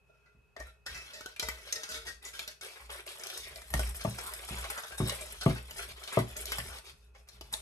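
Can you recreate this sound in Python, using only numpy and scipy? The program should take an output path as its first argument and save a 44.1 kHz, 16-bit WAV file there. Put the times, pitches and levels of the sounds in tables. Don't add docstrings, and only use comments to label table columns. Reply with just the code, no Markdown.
import sys
import numpy as np
from scipy import signal
from scipy.fft import rfft, irfft
from scipy.io import wavfile
from scipy.ndimage import uniform_filter1d

SR = 44100
rng = np.random.default_rng(int(sys.argv[2]) if len(sys.argv) > 2 else 0)


def unload_audio(sound):
    columns = np.transpose(np.atleast_2d(sound))
    steps = np.round(np.clip(columns, -1, 1) * 32767)
    wavfile.write(sys.argv[1], SR, steps.astype(np.int16))


N = 335601

# time in seconds, freedom in dB.
RING_FREEDOM = [(0, 8), (.8, 7), (1.3, 4), (2.45, 3), (2.9, -5), (4.5, -15), (6.3, -3.5), (6.8, -9.5),
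                (7.6, -24.5)]
# pitch in Hz, relative level in dB, time in seconds to fall by 60 dB when nothing damps it.
BOWL_MODES = [(450, -17, 0.5), (490, -19.5, 0.43), (618.8, 0.5, 0.13), (633.6, -10, 0.44),
              (740, -14, 0.053), (906, -16, 0.11), (1320, -0.5, 0.26), (1400, -1, 0.33), (1510, 15, 0.053),
              (1600, 11.5, 0.12), (1795, 1, 0.11), (1850, 8, 0.07), (1930, 6.5, 0.046), (2018, 14.5, 0.067),
              (2210, 12.5, 0.066), (2394, 2, 0.066), (2610, 11, 0.21), (3050, 0, 0.11), (3390, -12, .04),
              (4200, -14, .03), (5290, -20, 0.038)]
# pitch in Hz, relative level in dB, time in seconds to fall by 60 dB.
COUNTER_MODES = [(59.6, -10.5, 0.4), (118.4, -1, 0.26), (141, 5, 0.11), (162.5, -3.5, 0.15),
                 (178.6, 8.5, 0.041), (195.6, -4.5, 0.29), (233, -1, 0.16), (274, -2.5, 0.17),
                 (303, -8.5, 0.17), (366, -3.5, 0.13)]

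TURNS_PER_S = 2.9


def from_db(db):
    return 10 ** (np.asarray(db) / 20)


def rms_one(x):
    return x / np.sqrt(np.mean(x ** 2) + 1e-20)


def energy_one(x):
    return x / np.sqrt(np.sum(x ** 2, axis=-1, keepdims=True) + 1e-20)


def fade(t, t60_s):
    return np.exp(-np.log(1000) * t / t60_s)


def in_time(rows):
    s, value = np.transpose(rows)
    return np.interp(np.arange(N) / SR, s, value)


def add(track, s, sound):
    at = int(np.clip(round(s * SR), 0, N - 1))
    track[at:at + len(sound)] += sound[:N - at]


def drift(rate):
    step, settle = 40, 2000
    r = np.exp(-2 * np.pi * rate * step / SR)
    noise = rng.standard_normal(N // step + settle + 2)
    slow = signal.lfilter([1], [1, -2 * r, r * r], noise)[settle:]
    return np.interp(np.arange(N) / step, np.arange(len(slow)), rms_one(slow))


def through(x, response):
    return signal.fftconvolve(x, response)[:N]


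def resonate(x, hz, r):
    return signal.lfilter([1, 0, -1], [1, -2 * r * np.cos(2 * np.pi * hz / SR), r * r], x)


def colour(x, spectrum, size=4096):
    hz, db = np.transpose(spectrum)
    grid = np.arange(size // 2 + 1) * SR / size + 1
    cepstrum = irfft(np.log(from_db(np.interp(np.log(grid), np.log(hz), db))))
    cepstrum[1:size // 2] *= 2
    cepstrum[size // 2 + 1:] = 0
    return through(x, energy_one(irfft(np.exp(rfft(cepstrum)))))


def blows(modes, vary_db, count, size=18000, lift_db=0):
    hz, db, t60_s = np.transpose(modes)[:, :, None]
    t = np.arange(size) / SR
    luck_db = np.clip(vary_db * rng.standard_normal((count, len(modes))), -10, 5)
    rings = np.sin(2 * np.pi * hz * t) * fade(t, t60_s)
    return from_db(db.T + luck_db + lift_db) @ rings


def grains(per_s, spread_db, clump_db, clump_rate):
    sizes = from_db(spread_db * np.minimum(rng.exponential(1, N), 4)) * rng.choice([-1, 1], N)
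    happens = rng.random(N) < per_s / SR
    return rms_one(sizes * happens * from_db(clump_db * drift(clump_rate)))


def rattle(length_s, first, size=4000):
    t = np.arange(size) / SR
    happens = rng.random(size) < .15
    clicks = energy_one(rng.standard_normal(size) * happens * np.exp(-t / max(length_s, .0005)))
    clicks[0] += first
    return energy_one(clicks)


def swells(rows, attack_s, sag_db_per_s, release_s):
    power, t = np.zeros(N), np.arange(2 * SR) / SR
    for s, length_s, db in rows:
        rise = 1 - np.exp(-t / attack_s)
        release = np.exp(-np.maximum(t - length_s, 0) / release_s)
        add(power, s, (from_db(db - sag_db_per_s * t) * rise * release) ** 2)
    return np.sqrt(power + 1e-18)


def places(x, turns_per_s, count):
    turn = count * (turns_per_s * np.arange(N) / SR + 0.2256 * drift(1.225))
    away = np.abs((turn - np.arange(count)[:, None]) % count - count / 2)
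    return x * np.cos(np.pi / 2 * np.minimum(away, 1))


def kitchen(x, near_db, room_db, pan_db, size=14000):
    near_t60_s, room_t60_s, mic_lag_s = 0.038, 0.29, .00016
    t = np.arange(size) / SR
    echoes = rng.standard_normal((2, size)) * (rng.random((2, size)) < .15)
    near = energy_one(echoes * (t > .0006) * fade(t, near_t60_s))
    room = energy_one(rng.standard_normal((2, size)) * (t > .007) * fade(t, room_t60_s))
    no_bass = signal.butter(2, 450, "high", fs=SR, output="sos")
    scatter = signal.sosfilt(no_bass, from_db(near_db) * near + from_db(room_db) * room)
    scatter[0, 0] += 1
    scatter[1, round(mic_lag_s * SR)] += 1
    sides = np.array([through(x, side) for side in energy_one(scatter)])
    return sides * from_db([[pan_db / 2], [-pan_db / 2]])


def background(noise_db):
    # frequency in Hz, relative level in dB.
    air_spectrum = [(18, -12), (30, -26.5), (130, 0), (320, -22), (424, -4), (470, -13.5), (1570, -19.5),
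                    (1880, -24), (2140, -27.5), (2630, -17.5), (3070, -29), (12600, -37), (14000, -23)]
    # pitch in Hz, rms level in dB ahead of the recorder.
    hum_tones = [(59.5, -73), (415, -81.5), (1394, -88)]
    air = np.array([colour(rng.standard_normal(N), air_spectrum) for side in range(2)])
    t = np.arange(N) / SR
    tones = np.zeros(N)
    for hz, db in hum_tones:
        tones += from_db(db) * np.sqrt(2) * np.sin(2 * np.pi * hz * t + 0.41 * drift(6.3))
    return from_db(noise_db) * (air + 0.12 * air[::-1]) + tones


def whine():
    # time in seconds, level in dB ahead of the recorder.
    whine_level = [(0, -74.5), (.8, -77.5), (7, -80.5)]
    centre_hz, width_hz = 2560, 150
    edges_hz = [centre_hz - width_hz / 2, centre_hz + width_hz / 2]
    band = signal.butter(2, edges_hz, "band", fs=SR, output="sos")
    flutter = rms_one(signal.sosfilt(band, rng.standard_normal((2, N))))
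    tone = np.sin(2 * np.pi * centre_hz * np.arange(N) / SR)
    return from_db(in_time(whine_level)) * rms_one(.5 * flutter + tone)


def effort(wet_share):
    # start in seconds, length in seconds,
    # level in dB ahead of the layer's own gain, wetness in dB (wet_share of it is added to the level).
    strokes = [(0.064, 0.27, -86, -13), (0.579, 0.11, -66.5, -3), (0.857, 0.13, -53, -24),
               (1.01, 0.31, -58, -18), (1.389, 0.13, -52, -19), (1.527, 0.31, -60, -9),
               (1.648, 0.39, -54, -21), (1.898, 0.067, -45.5, -43), (2.049, 0.043, -50.5, -9.5),
               (2.221, 0.065, -55, -7.5), (2.33, 0.1, -50, -39), (2.465, 0.042, -56, -24),
               (2.621, 0.037, -50.5, -4), (2.665, 0.19, -59, -5), (2.889, 0.11, -54, -1),
               (3.055, 0.34, -57.5, 0.5), (3.252, 0.2, -48.5, -30), (3.46, 0.25, -59, -3.5),
               (3.726, 0.17, -51, 1.5), (3.939, 0.22, -53.5, -1), (4.172, 0.29, -53.5, 2.5),
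               (4.47, 0.28, -50.5, -3.5), (4.765, 0.18, -55.5, 0), (4.973, 0.13, -49.5, -7.5),
               (5.064, 0.096, -49.5, 2.5), (5.175, 0.21, -55, -2.5), (5.401, 0.17, -52, -4),
               (5.567, 0.17, -61.5, -3), (5.694, 0.064, -59.5, -3), (5.757, 0.083, -49, -6),
               (5.876, 0.035, -53.5, -7), (5.959, 0.17, -56, -5), (6.114, 0.093, -50.5, -2),
               (6.262, 0.071, -56, -2.5), (6.352, 0.07, -52, 1.5), (6.461, 0.082, -48.5, -11.5),
               (6.507, 0.056, -51, 0.5), (6.56, 0.043, -51.5, 3.5), (6.632, 0.14, -54, -3.5),
               (6.835, 0.061, -58, -6.5), (6.934, 0.13, -75.5, -6), (7.139, 0.073, -73, -4),
               (7.27, 0.1, -66.5, -9), (7.417, 0.22, -67, -11), (7.514, 0.13, -62, 3)]
    rows = [(s, length_s, db + wet_share * wet_db) for s, length_s, db, wet_db in strokes]
    return swells(rows, attack_s=0.0046, sag_db_per_s=12, release_s=0.02)


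def wires(ring_db, count, order=22, size=3000):
    low_hz, high_hz, t60_s = 2568, 12085, 0.032
    t = np.arange(size) / SR
    hz = low_hz * (high_hz / low_hz) ** rng.random((count, order, 1))
    loops = np.sin(2 * np.pi * hz * t).sum(axis=1) * fade(t, t60_s)
    response = from_db(ring_db) * energy_one(loops)
    response[:, 0] += 1
    return energy_one(response)


def scratches(per_s, slip_hz, length_s, spread_db, count=900, size=1500):
    out, t = np.zeros(N), np.arange(size) / SR
    wait, speed, reach, force = rng.random((count, 4)).T
    rate_hz = slip_hz * 4 ** (speed[:, None] - .5)
    progress = np.cumsum(rate_hz * rng.exponential(1, (count, size)) ** 2 / 2 / SR, axis=1)
    slips = np.diff(np.floor(progress), prepend=-1) * rng.uniform(0.35, 1, (count, size))
    runs = slips * np.exp(-t / (length_s * (.5 + reach[:, None])))
    starts_s = np.cumsum((.5 + wait) / per_s)
    for s, run in zip(starts_s, from_db(spread_db * force[:, None]) * runs):
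        if s < N / SR:
            add(out, s, run)
    return rms_one(out)


def scrape(rubbing):
    # frequency in Hz, relative level in dB.
    scrape_spectrum = [(300, -21), (1000, -35), (2500, -8), (3500, 6.5), (4500, 6), (5600, 5), (6700, 5),
                       (7600, -1.5), (10000, 3), (14000, -2)]
    pressed = places(rubbing, TURNS_PER_S / 2, count=9)
    ringing = sum(through(x, loop) for x, loop in zip(pressed, wires(ring_db=-1.5, count=9)))
    return from_db(1.5) * colour(ringing, scrape_spectrum)


def foam():
    # frequency in Hz, relative level in dB.
    foam_spectrum = [(1000, -66), (4000, -38.5), (6500, -15), (8000, 1), (10000, 0.5), (13000, -7),
                     (15000, 2.5)]
    crackle = grains(per_s=5300, spread_db=15.5, clump_db=2.5, clump_rate=49)
    return from_db(11) * effort(0.97) * colour(crackle, foam_spectrum)


def bubbles(per_s, cycles, spread_db, count=18):
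    out = np.zeros(N)
    pops = grains(per_s, spread_db, clump_db=3, clump_rate=36.0)
    dealt = rng.integers(0, count, N)
    for k, hz in enumerate(np.geomspace(250, 4200, count)):
        r = from_db(-60 * hz / (cycles * SR))
        own_pops = pops * (dealt == k) + 1e-18 * (dealt == 0)
        out += np.sqrt(hz) * rms_one(resonate(own_pops, hz, r))
    return rms_one(out)


def batter():
    # frequency in Hz, relative level in dB.
    batter_spectrum = [(100, -15.5), (270, -16), (380, 4), (480, -2), (630, 3.5), (800, -3.5), (1100, -0.5),
                       (1700, -1.5), (2300, 0), (3200, -5), (6000, -23)]
    squelch = colour(bubbles(per_s=1100, cycles=8.7, spread_db=1.1), batter_spectrum)
    return from_db(6) * effort(0.38) * rms_one(squelch)


def drag(rubbing):
    driven = from_db(-6.5 + in_time(RING_FREEDOM)) * rubbing
    bodies = energy_one(blows(BOWL_MODES, vary_db=3.5, count=3))
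    return sum(through(x, ring) for x, ring in zip(places(driven, TURNS_PER_S, count=3), bodies))


def sings(waver_hz):
    # start in seconds, length in seconds, average pitch in Hz, level in dB ahead of the room.
    songs = [(0.086, 0.064, 1382, -71), (0.23, 0.066, 1420, -69), (0.558, 0.045, 697, -53),
             (0.594, 0.017, 1863, -45.5), (0.65, .05, 1366, -60), (2.066, 0.039, 1868, -44.5),
             (2.213, 0.052, 2005, -57), (6.52, .03, 3090, -48)]
    waver = waver_hz * drift(23.6)
    out = np.zeros(N)
    for s, length_s, hz, db in songs:
        tone = np.sqrt(2) * np.sin(2 * np.pi * np.cumsum(hz + waver) / SR)
        out += swells([(s, length_s, db)], attack_s=0.008, sag_db_per_s=0, release_s=0.012) * tone
    return out


def taps(push, low_hz, high_hz, count=45):
    when, spot, loose = rng.random((count, 3)).T
    at = ((np.arange(count) + when) / count * (N - 1)).astype(int)
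    db = 20 * np.log10(push[at]) + 7 * rng.standard_normal(count)
    tick_hz = low_hz * (high_hz / low_hz) ** spot
    ring_hz = rng.choice(np.array(BOWL_MODES)[6:, 0], count)
    rattle_s = 0.0082 * (.5 + loose)
    return list(zip(at / SR, db + 7.5, tick_hz, db + 4, ring_hz, db + 11.5, rattle_s))


def burst(rise_s, size=500):
    t = np.arange(size) / SR
    noise = rng.standard_normal(size) * t * np.exp(-t / rise_s)
    return energy_one(signal.lfilter([1, -1], [1, -.6], noise))


def clacks(strikes, tick_db, ring_db, slap_db, width_hz, damping_per_s, snap_db, size=10000):
    # frequency in Hz, relative level in dB.
    slap_spectrum = [(100, -49.5), (300, 0.5), (650, 24.5), (1000, 15.5), (1900, 14.5), (2800, 11.5),
                     (5000, 1), (12000, -72.5)]
    spot_db, spot_octaves = 23, 0.068
    snap_fade_s = 0.0022
    out, slaps = np.zeros((2, N))
    r = np.exp(-np.pi * width_hz / SR)
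    count = len(strikes)
    octaves = np.log2(np.array(BOWL_MODES)[6:, 0] / np.array(strikes)[:, 4:5])
    lift_db = spot_db * np.exp(-(octaves / spot_octaves) ** 2)
    walls = blows(BOWL_MODES[6:], vary_db=11.0, count=count, size=size, lift_db=lift_db)
    deeps = blows(BOWL_MODES[:6], vary_db=8.0, count=count, size=size)
    loops = wires(ring_db=-8.5, count=count)
    for strike, wall, deep, loop in zip(strikes, walls, deeps, loops):
        s, db, tick_hz, wall_db, _, deep_db, length_s = strike
        contacts = rattle(length_s, first=0.46)
        free_db = np.interp(s, *np.transpose(RING_FREEDOM))
        damped = np.exp(-damping_per_s * from_db(-free_db) * np.arange(size) / SR)
        tick = resonate(signal.fftconvolve(contacts, loop), tick_hz, r)
        add(out, s, from_db(db + tick_db) * energy_one(tick))
        add(out, s, from_db(db + snap_db) * np.exp(-length_s / snap_fade_s) * burst(rise_s=0.00045))
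        wall_ring = energy_one(signal.fftconvolve(contacts, wall * damped))
        add(out, s, from_db(wall_db + ring_db + free_db) * wall_ring)
        deep_ring = energy_one(signal.fftconvolve(contacts, deep * damped))
        add(out, s, from_db(deep_db) * deep_ring)
        add(slaps, s, from_db(wall_db + slap_db - free_db / 2) * contacts)
    return out + colour(slaps, slap_spectrum)


def whisk():
    # time in seconds, tick level in dB, tick centre in Hz,
    # ring level in dB, favoured ring pitch in Hz, deep ring level in dB, rattle length in seconds.
    hard_strikes = [(0.095, -69, 2800, -75, 1430, -33.5, 0.022), (0.15, -79, 3000, -75, 1360, -49, 0.025),
                    (0.26, -62, 4500, -62.5, 1410, -49, 0.017), (.5645, -42.5, 3830, -47, 1850, -30, .006),
                    (0.6, -39.5, 5500, -44.5, 1850, -21, 0.0044),
                    (0.863, -29, 4360, -39, 1800, -54, 0.0082), (0.9462, -32, 5440, -40, 1930, -39, 0.036),
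                    (1.135, -32.5, 5000, -45.5, 1850, -20, 0.058),
                    (1.2084, -39, 4570, -44, 1510, -25.5, 0.0032),
                    (1.2596, -33.9, 3270, -43.5, 1510, -19.5, 0.0031),
                    (1.3623, -36, 2610, -51, 2450, -40, 0.0042),
                    (1.3962, -21, 3630, -44, 1920, -21, 0.0039),
                    (1.4255, -26, 5700, -34.5, 1970, -10, 0.0056),
                    (1.4858, -28, 5960, -31.5, 1930, -35, 0.0025),
                    (1.725, -20, 6060, -42, 1850, -22, 0.0042),
                    (1.758, -27.5, 5290, -40.5, 1850, -16.5, 0.011),
                    (1.834, -29, 5340, -42, 1370, -35, 0.004), (1.8907, -28, 6040, -40, 1530, -17, 0.082),
                    (2.069, -29.5, 4630, -42, 1850, -39, 0.04),
                    (2.2512, -30.5, 6600, -41.5, 1980, -37, 0.027),
                    (2.393, -26.5, 2740, -58, 1510, -24, 0.0035),
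                    (2.477, -29.5, 4400, -44, 1550, -27, 0.003), (2.611, -35, 4750, -43, 2340, -37, 0.0045),
                    (2.9024, -38.5, 3700, -47.5, 1770, -35, 0.0031),
                    (3.076, -30, 3440, -53, 2200, -36, 0.05), (3.1946, -38, 5950, -55, 2300, -24.5, 0.0088),
                    (3.236, -34, 5900, -60, 2550, -29, 0.0022), (3.2694, -36, 4930, -55, 2550, -48, 0.0017),
                    (3.3005, -34, 2540, -43, 2630, -44, 0.0025),
                    (3.3752, -33, 5560, -63, 3200, -48, 0.00098),
                    (3.5593, -36.5, 4480, -36, 2080, -19.5, 0.0033),
                    (3.6181, -45, 5130, -39, 1760, -28, 0.0023),
                    (3.7034, -35, 11400, -39, 1840, -25, 0.0056),
                    (3.7387, -26.5, 9500, -20, 1850, -13.5, 0.0018),
                    (3.7935, -27.5, 2500, -25, 1510, -26, 0.0015),
                    (4.1864, -34, 5500, -28, 1600, -19, 0.0074),
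                    (4.336, -36, 7900, -35.5, 1420, -26, 0.00063),
                    (4.488, -36, 8500, -33.5, 1450, -22, 0.0034),
                    (4.583, -34.5, 8500, -33.5, 1480, -29, .005),
                    (4.642, -28, 2870, -25.5, 2270, -22, 0.0087),
                    (4.701, -26, 9400, -26, 1730, -14, 0.0078), (4.777, -33.5, 6930, -28, 1500, -25, 0.011),
                    (4.835, -39, 6000, -31.5, 1470, -24, .006),
                    (4.9214, -37, 2720, -30, 1630, -16.5, 0.0066),
                    (4.981, -29, 9250, -34.5, 1430, -27, 0.0055),
                    (4.996, -49, 8200, -36, 1440, -28, 0.0015),
                    (5.0963, -23.5, 3700, -39, 2620, -33, 0.0033),
                    (5.2095, -31, 8800, -36, 2000, -11.5, 0.0099),
                    (5.3098, -59, 8970, -64, 2220, -41, 0.002),
                    (5.4115, -24.5, 4070, -27.5, 1360, -20, 0.022),
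                    (5.558, -44, 3000, -34.5, 1930, -23, 0.021),
                    (5.709, -34, 3780, -43, 1250, -27.5, 0.0026),
                    (5.7812, -37.5, 6160, -37.5, 2610, -27.5, 0.0047),
                    (6.037, -35, 4200, -52, 2000, -35, 0.0027),
                    (6.0764, -28.5, 3340, -36, 1930, -22.5, 0.021),
                    (6.1275, -33.5, 8400, -32.5, 1250, -20, 0.013),
                    (6.1885, -31, 3390, -27, 1710, -27, 0.0018),
                    (6.3665, -32.5, 7500, -41, 2380, -20, 0.0015),
                    (6.456, -34, 4280, -58, 2700, -24, 0.0007),
                    (6.5198, -24, 2730, -24, 3050, -11.5, 0.0025),
                    (6.584, -30.5, 3330, -26, 1765, -23, 0.0012),
                    (6.785, -42, 4470, -38.5, 1380, -30, 0.0023), (7.149, -46, 2470, -42, 2210, -40, 0.018),
                    (7.2875, -41, 4670, -54.5, 1290, -51.5, 0.0032),
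                    (7.4106, -34.5, 3600, -43.2, 3160, -34.5, 0.0043),
                    (7.5275, -25.5, 9300, -32.5, 1315, -21, 0.013),
                    (7.539, -30.5, 5600, -33, 1260, -14, 0.002)]
    push = effort(0)
    slips = .8 * grains(per_s=4500, spread_db=3.0, clump_db=2.5, clump_rate=20)
    slips += .6 * scratches(per_s=70, slip_hz=1100, length_s=.008, spread_db=8)
    rubbing = push * slips
    strikes = hard_strikes + taps(push, low_hz=2500, high_hz=9400)
    hits = clacks(strikes, tick_db=17.5, ring_db=22, slap_db=8.0, width_hz=2040, damping_per_s=4, snap_db=27.0)
    wet = foam() + batter() + sweeps(width_hz=670, level_db=1.5)
    return scrape(rubbing) + drag(rubbing) + wet + hits


def knocks(thump_db, clonk_db, crack_db, give_s):
    # time in seconds, thump level in dB,
    # hard clonk level in dB, deep boom level in dB, contact time in seconds. Levels are relative.
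    landings = [(0.348, -62, -70, -60, 0.0025), (.564, -73, -40.5, -62, 0.0023),
                (0.604, -71, -39.5, -61, 0.0025), (0.866, -60, -76, -51, 0.0026),
                (1.427, -73, -41, -37, 0.0033), (3.742, -31, -31, -25, 0.0022),
                (3.761, -29, -64, -44, 0.011), (3.793, -32, -29.5, -55, 0.0083),
                (4.049, -26, -25, -42, 0.0026), (4.073, -27.5, -40, -60, 0.0075),
                (4.508, -37, -52, -44, 0.0016), (5.0016, -20.5, -26, -28, 0.00057),
                (5.027, -25.5, -37.5, -45, 0.0039), (5.4615, -17.5, -16.5, -27, 0.00042),
                (5.487, -31, -31, -45, 0.0045), (5.501, -26, -32, -48, 0.004),
                (6.172, -21, -16, -38, 0.0014), (6.188, -27, -33, -43, 0.00098),
                (6.200, -32.5, -47, -44, 0.002), (6.584, -34, -43, -62, 0.0052),
                (7.410, -61, -43, -42, 0.0014)]
    # pitch in Hz, relative level in dB, seconds to fall by 60 dB.
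    foot_modes = [(435, -9.5, 0.18), (509, -15, .3), (610, 5.5, 0.046), (656, 1.5, 0.095), (760, -10, 0.19),
                  (850, -8.5, 0.054), (960, -9.5, .08), (1112, -9, 0.089)]
    # frequency in Hz, relative level in dB.
    crack_spectrum = [(60, -13), (200, -1), (380, 12.5), (650, 7), (1100, 8), (1600, -8), (3000, -7.5),
                      (8000, -52)]
    thumps, clonks, cracks = np.zeros((3, N))
    bodies = blows(COUNTER_MODES[1:], vary_db=3.5, count=len(landings))
    boom, = blows(COUNTER_MODES[:1], vary_db=0, count=1)
    feet = blows(foot_modes, vary_db=3.0, count=len(landings))
    give = 1 - np.exp(-np.arange(len(boom)) / SR / give_s)
    for (s, db, hard_db, deep_db, contact_s), body, foot in zip(landings, bodies, feet):
        press = np.hanning(int(contact_s * SR) + 3)
        thump = signal.fftconvolve(give * body, press / press.sum())
        add(thumps, s, from_db(db + thump_db) * thump)
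        add(thumps, s, from_db(deep_db) * give * boom / boom.max())
        add(clonks, s, -from_db(hard_db + clonk_db) * foot)
        add(cracks, s, from_db(hard_db + crack_db) * rattle(0.011, first=0.63))
    return thumps, clonks + colour(cracks, crack_spectrum)


def shuffle():
    # start in seconds, length in seconds, level in dB ahead of the rumble's gain.
    slides = [(0.35, 0.05, -64), (0.59, 0.025, -47), (0.87, 0.079, -51.5), (1.17, 0.16, -66),
              (1.42, 0.12, -51.5), (1.9, 0.23, -56.5), (2.22, 0.26, -67), (2.8, 0.13, -56),
              (3.37, 0.77, -58), (3.7, 0.058, -43.5), (3.745, 0.14, -38.5), (4.0, 0.62, -56.5),
              (4.5, 0.11, -44.5), (4.88, 1.06, -55), (6.3, 0.41, -49.5), (6.85, 0.37, -61),
              (7.33, 0.33, -55.5)]
    sliding = swells(slides, attack_s=0.007, sag_db_per_s=-3, release_s=0.066)
    rub = signal.lfilter(*signal.butter(1, 70, fs=SR), rng.standard_normal(N))
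    lowest, = blows(COUNTER_MODES[:1], vary_db=-7.0, count=1)
    higher, = blows(COUNTER_MODES[1:], vary_db=-7.0, count=1)
    rumble = rms_one(through(rub, lowest) + from_db(-27) * through(rub, higher))
    steady = rumble / np.sqrt(uniform_filter1d(rumble ** 2, size=2000) + 0.0011)
    return from_db(4) * sliding * steady


def sweeps(width_hz, level_db):
    # start in seconds, length in seconds, start pitch in Hz, end pitch in Hz, relative level in dB.
    glides = [(3.408, 0.12, 2350, 2000, -51.5), (4.209, 0.13, 1011, 1461, -48),
              (4.687, 0.11, 2357, 1264, -50), (4.752, .06, 1202, 1632, -42.5),
              (4.818, 0.049, 1110, 1534, -48), (5.085, 0.039, 1410, 2140, -48),
              (5.765, 0.11, 2426, 1874, -51.5), (6.102, 0.054, 2500, 1663, -47),
              (6.669, 0.12, 1483, 963, -52.5)]
    out = np.zeros(N)
    low_pass = signal.butter(2, width_hz / 2, fs=SR, output="sos")
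    for s, length_s, start_hz, end_hz, db in glides:
        hz = np.geomspace(start_hz, end_hz, int(length_s * SR))
        wobble = signal.sosfilt(low_pass, [1, 1j] @ rng.standard_normal((2, N // 20)))
        pocket = np.resize(wobble, len(hz)) * np.exp(2j * np.pi * np.cumsum(hz) / SR)
        swell = np.sin(np.linspace(0, np.pi, len(hz)))
        add(out, s, from_db(db + level_db) * rms_one(pocket.real) * swell)
    return out


def tone_burst():
    at_s, hz, width_s, level_db = 7.5392, 3740, 0.0009, -20.5
    t = np.arange(N) / SR - at_s
    return from_db(level_db) * np.exp(-(t / width_s) ** 2) * np.sin(2 * np.pi * hz * t)


def scene():
    around = places(whisk(), TURNS_PER_S, count=11)
    beating = sum(kitchen(x, near_db=2.5, room_db=-1.5, pan_db=1.2) for x in around)
    thumps, clonks = knocks(thump_db=-3.0, clonk_db=-10.5, crack_db=18.0, give_s=0.0035)
    bright = kitchen(clonks + tone_burst() + sings(waver_hz=16), near_db=-3, room_db=-10, pan_db=5.5)
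    counter = kitchen(thumps + shuffle(), near_db=-6.5, room_db=-2.5, pan_db=0)
    bowl_and_counter = from_db(-0.5) * beating + bright + from_db(1.0) * counter
    return bowl_and_counter + background(noise_db=-70.5) + whine()


def record(dry):
    bass_cut = signal.butter(4, 48, "high", fs=SR, output="sos")
    top_cut = signal.ellip(10, .2, 75, 13150, fs=SR, output="sos")
    return signal.sosfilt(top_cut, signal.sosfilt(bass_cut, dry))


dry = scene()
out = record(dry)
unload_audio(out)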